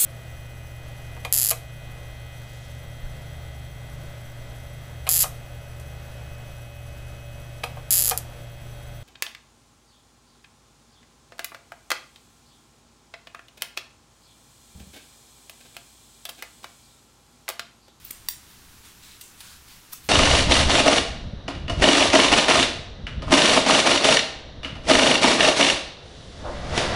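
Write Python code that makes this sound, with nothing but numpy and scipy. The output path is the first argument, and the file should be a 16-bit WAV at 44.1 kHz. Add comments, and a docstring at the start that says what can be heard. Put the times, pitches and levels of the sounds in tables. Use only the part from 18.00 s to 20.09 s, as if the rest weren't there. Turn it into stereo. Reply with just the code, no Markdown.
"""Small scissors cutting braided thread

In a quiet room, a little to the left, the blades snap shut once, hard, and ring the hand-damped steel.
Smaller crunches and short notes come as strands part and the blades catch. Between them the thread
rasps softly along the steel. Near walls echo the snap and crunches, over a low rumble and hiss."""
import sys
import numpy as np
from scipy import signal
from scipy.fft import rfft, irfft, next_fast_len
from scipy.io import wavfile
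from scipy.ndimage import uniform_filter1d, map_coordinates

SR = 44100
rng = np.random.default_rng(int(sys.argv[2]) if len(sys.argv) > 2 else 0)


def wav_out(sig):
    """Save sig, one row per channel (or a flat mono array), as 16-bit PCM at SR to the path in sys.argv[1]."""
    wavfile.write(sys.argv[1], SR, np.round(np.clip(np.atleast_2d(sig).T, -1, 1) * 32767).astype(np.int16))


N = 92124

# Dull catch, then bright stop: (level [dB], low-pass corner [Hz])
BLADE_CONTACTS = [(1, 7300), (3.5, 18700)]
# Contact crack spectrum: (frequency [Hz], gain [dB])
CRACK_SPECTRUM = [(500, -36), (1900, -20), (3200, -5.5), (7000, -6.5), (11000, 2)]


def snap(start_s=.28615, gap_s=.001055, crack_t60_s=.01, low_cut_hz=870):
    """Two quick contacts ring the steel, each with a crack; the small blades radiate little bass."""
    def contacts(hz):
        return sum(amp(db) * np.exp(-2j * np.pi * hz * (start_s + k * gap_s))
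                   / np.sqrt(1 + (hz / corner_hz) ** 10)
                   for k, (db, corner_hz) in enumerate(BLADE_CONTACTS))

    def radiation(hz):
        s = 1j * hz / low_cut_hz
        return s ** 2 / (1 + s + s ** 2)

    t = np.arange(N) / SR
    burst = amp(-13 - 60 * t / crack_t60_s) * rng.standard_normal((2, N))
    crack = equalised(burst, CRACK_SPECTRUM)
    ring = filtered(signal.unit_impulse(N), steel)
    blows = filtered(ring + crack, lambda hz: contacts(hz) * radiation(hz))
    return placed(blows, pan_db=3)


# Scissor resonances: (frequency [Hz], bandwidth [Hz], gain [dB])
STEEL_MODES = [(1050, 150, -11), (2015, 130, -12.5), (3020, 170, -23), (3600, 176, 2.5), (4710, 620, 6),
               (5650, 280, 2.5), (7300, 700, -8), (9520, 550, 4), (10870, 370, 5), (12130, 860, 4.5),
               (14100, 350, 2), (14770, 450, 11.5), (5680, 14, -2), (8620, 28, 2), (15000, 44, 11)]


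def steel(hz):
    """Response of the scissors: broad hand-damped modes and a few narrow, lasting ones."""
    return sum(amp(db) * 1j * hz * width_hz / (mode_hz ** 2 - hz ** 2 + 1j * hz * width_hz)
               for mode_hz, width_hz, db in STEEL_MODES)


# Crunch spectrum points: (frequency [Hz])
CRUNCH_BANDS_HZ = [300, 1200, 2800, 5000, 9000, 10500, 12300, 15000]
# Parting strands: (peak time [s], level [dB], rise [s], fall [s], pan [dB], gain per band [dB] ...)
STRAND_BREAKS = [ (0.0515, -27.5, 0.0017, .0014, 8, -38, -36, -9, -12, -20, -7.5, 3, 4),
                 (0.1063, -33, 0.00046, 0.0044, 2.6, -1, -1.5, 6.5, -10, 6, -4, 0, -10),
                 (0.1104, -22.5, 0.0017, 0.0013, 3.6, -12, -7, -8.5, -8, 1.5, -4, 7.5, -12),
                 (1.2128, -33.5, 0.002, .007, 2.1, -15, -40, 6.5, 3.5, 7.5, -3, 10.5, -4),
                 (1.4062, -35, 0.00092, 0.0064, 9, -23, 4.5, 3, 4.5, -1, 2.5, -2, -8),
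                 (1.9288, -33.5, 0.0057, 0.0054, 5.1, -17, -2, -3, -3, -2, -8, -5, -1),
                 (1.933, -26, 0.0016, 0.0048, 4.3, -19, -15, -9, -5, -4, -4, 6, -9)]


def crunches(fibres_per_s=5000, ring_mix=.8):
    """Fibres part in quick swelling clusters of ticks, partly coloured by the steel."""
    t, out = np.arange(N) / SR, np.zeros((2, N))
    for peak_s, db, rise_s, fall_s, pan_db, *bands_db in STRAND_BREAKS:
        ticks = rng.choice([-1, 1], N) * (rng.random(N) < fibres_per_s / SR)
        ticks = ticks + .22 * rng.standard_normal(N)
        ringing = unit(ticks) + ring_mix * unit(filtered(ticks, steel))
        crunch = coloured(ringing, list(zip(CRUNCH_BANDS_HZ, bands_db)))
        swell = np.exp(-np.maximum((peak_s - t) / rise_s, (t - peak_s) / fall_s))
        out += placed(amp(db) * swell * crunch, pan_db)
    return out


# Handle and blade notes: (time [s], frequency [Hz], level [dB], T60 [s])
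KNOCK_NOTES = [(.107, 322, -43.5, 0.014), (.1082, 2310, -39, .02), (1.2117, 2030, -46, 0.034),
               (1.2126, 3600, -41, .01), (1.407, 4320, -37, .012), (1.9348, 1275, -39, 0.041)]


def knocks():
    """Handles and blades ring briefly as strands give."""
    t, out = np.arange(N) / SR, np.zeros(N)
    for start_s, hz, db, t60_s in KNOCK_NOTES:
        age_s = np.maximum(t - start_s, 0)
        out += amp(db - 60 * age_s / t60_s) * np.sin(2 * np.pi * hz * age_s)
    return placed(out, pan_db=.88)


# Rasp spectrum points: (frequency [Hz])
RASP_BANDS_HZ = [500, 1100, 2400, 4200, 6000, 8000, 11000, 15000]
# Thread slides: (start [s], time to mid-fade [s], ridge [Hz], level [dB], gain per band [dB] ...)
THREAD_STROKES = [ (.03, 0.1, 4100, -46.5, -26, -29, -4, -1, -2, -1, -6, -1),
                  (.48, 0.059, 3600, -49.5, -6, -3, 1, 0, -3, -4, -2, -2),
                  (0.829, .08, 3400, -47, -22, 0, -0.5, -3, -3, -3, -5.5, -15),
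                  (1.008, .16, 3850, -47, -20, -10, 1, 1, -3.5, -1, -10.5, -9),
                  (1.2, 0.097, 7200, -47.5, -8, -9, -14, -11, -2, 1, -4, -13),
                  (1.375, 0.076, 9100, -47.5, -14, -2, -1, 7, -11, 3, 1, -6),
                  (1.419, 0.15, 1500, -45, -21, 0, -5, 0.5, -4.5, -4, -7.5, -12.5),
                  (1.659, 0.11, 4630, -47.5, -10, -6, 2, 1, -2, -2.5, -6, -5),
                  (1.74, 0.061, 2700, -51, -11, 0, 6, 2, -5, 1, -8, -7),
                  (2.025, 0.056, 14000, -43, -22, -1, -1, 4.5, -6, -3, 1, -2),
                  (1.93, .03, 9500, -40, -20, -13, -9, 2, 11, 3, 0, -4)]


def rasps(rise_s=.027, fall_s=.1, grain_depth=.14, ridge_db=5, ridge_octaves=.14):
    """Soft grainy friction of thread on steel; each stroke favours one narrow band."""
    t, out = np.arange(N) / SR, np.zeros((2, N))
    for start_s, length_s, ridge_hz, db, *bands_db in THREAD_STROKES:
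        def ridge(hz):
            return amp(ridge_db * np.exp(-(np.log2((hz + 1) / ridge_hz) / ridge_octaves) ** 2))

        noise = rng.standard_normal((3, N))  # left, right, common
        roughness = unit(uniform_filter1d(rng.standard_normal(N), size=90))
        grains = filtered(noise * np.exp(grain_depth * roughness), ridge)
        friction = coloured(grains[:2] + .1 * grains[2], list(zip(RASP_BANDS_HZ, bands_db)))
        fade_in = np.clip((t - start_s) / rise_s, 0, 1)
        fade_out = np.clip((start_s + length_s - t) / fall_s + .5, 0, 1)
        out += amp(db) * fade_in * fade_out * friction
    return panned(out, pan_db=2)


# Diffuse decay: (frequency [Hz], T60 [s])
TAIL_DECAY = [(300, 0.36), (3000, 0.24), (8000, 0.3), (15000, 0.14)]
# Early reflections: (delay [s], gain [dB])
WALL_ECHOES = [(.0045, -14), (.0112, -33), (.0145, -35), (.022, -20)]
# Colour of echoes and tail: (frequency [Hz], gain [dB])
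ROOM_SPECTRUM = [(300, -11), (1000, -7), (2700, 5.5), (4700, -7), (8000, 2.5), (12000, -7.5), (15000, 4.5)]


def room(source, build_s=.015):
    """Near walls return a few echoes and a short diffuse tail, different on each side."""
    hz, t, noise = signal.stft(rng.standard_normal((2, SR // 2)), SR, nperseg=256)
    decay = amp(-60 * t / along(TAIL_DECAY, hz)[:, None])
    build = 1 - np.exp(-t / build_s)
    response = signal.istft(noise * decay * build, SR, nperseg=256)[1]
    response *= amp(-7) / np.linalg.norm(response[0])
    for delay_s, db in WALL_ECHOES:
        arrivals_s = np.abs(delay_s + rng.normal(0, .0004, 2))
        response[[0, 1], (arrivals_s * SR).astype(int)] += amp(db)
    wet = signal.fftconvolve(source[None], response, axes=1)[:, :N]
    return equalised(wet, ROOM_SPECTRUM)


# Room noise: (frequency [Hz], relative density [dB])
AIR_SPECTRUM = [(25, -2.5), (45, -7), (62, -0.5), (100, -6), (180, -9.5), (330, -14), (560, -21),
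                (1100, -15.5), (2200, -18), (3500, -17.5), (6000, -18.5), (15500, -24.5)]
# Stereo width: (frequency [Hz], side over mid [dB])
AIR_WIDTH = [(60, -19), (110, -12), (200, -3), (380, 4.5), (700, 7), (1290, -4.5), (2380, 1.5), (4400, 0.5),
             (8120, 0), (15000, 0.5)]


def air(mid_db=-50.5, rumble_hz=131, swing_db=1.5, swing_points_per_s=14.44):
    """Room hiss and a gently heaving rumble, near mono in the bass and wide above."""
    mid = coloured(rng.standard_normal(N), AIR_SPECTRUM)
    side = equalised(coloured(rng.standard_normal(N), AIR_SPECTRUM), AIR_WIDTH)
    noise = amp(mid_db) * np.array([mid + side, mid - side])
    rumble = filtered(noise, lambda hz: 1 / (1 + (hz / rumble_hz) ** 4))
    hiss = noise - rumble
    swell = map_coordinates(rng.standard_normal(200), [np.arange(N) * swing_points_per_s / SR])
    return hiss + rumble * unit(amp(swing_db * swell))


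def amp(db):
    """Decibels to gain."""
    return 10 ** (np.asarray(db) / 20)


def unit(x):
    """Scale to rms 1."""
    return x / np.sqrt(np.mean(x ** 2) + 1e-20)


def along(points, hz):
    """Interpolate (frequency [Hz], value) points on a log axis."""
    points_hz, values = np.transpose(points)
    return np.interp(np.log(hz + 1), np.log(points_hz + 1), values)


def filtered(x, response):
    """Apply a complex frequency response."""
    size = next_fast_len(N + SR // 2)
    return irfft(rfft(x, size) * response(np.fft.rfftfreq(size, 1 / SR)), size)[..., :N]


def equalised(x, points):
    """Apply a (frequency [Hz], gain [dB]) curve."""
    return filtered(x, lambda hz: amp(along(points, hz)))


def coloured(x, points):
    """Equalise, then scale to rms 1."""
    return unit(equalised(x, points))


def panned(x, pan_db):
    """Left louder than right by pan_db."""
    return x * amp(np.array([[pan_db], [-pan_db]]) / 2)


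def placed(x, pan_db, lead_s=.00008, max_lead_rad=1.61):
    """A near source: louder on the left, and earlier by at most about a quarter cycle."""
    def phase_shift(hz):
        lead_rad = max_lead_rad * np.tanh(2 * np.pi * hz * lead_s / max_lead_rad)
        return np.exp(.5j * lead_rad * np.array([[1], [-1]]))

    return panned(filtered(x, phase_shift), pan_db)


def scene():
    """The scissors, their echo and the still room."""
    cuts = snap() + crunches()
    return cuts + room(cuts[0]) + knocks() + rasps() + air()


def record(dry):
    """Round off the highest peak, then limit the bandwidth."""
    ceiling, top_hz = .92, 15800
    rounded = dry / (1 + np.abs(dry / ceiling) ** 6) ** (1 / 6)
    return filtered(rounded, lambda hz: 1 / np.sqrt(1 + (hz / top_hz) ** 200))


dry = scene()
out = record(dry)
wav_out(out)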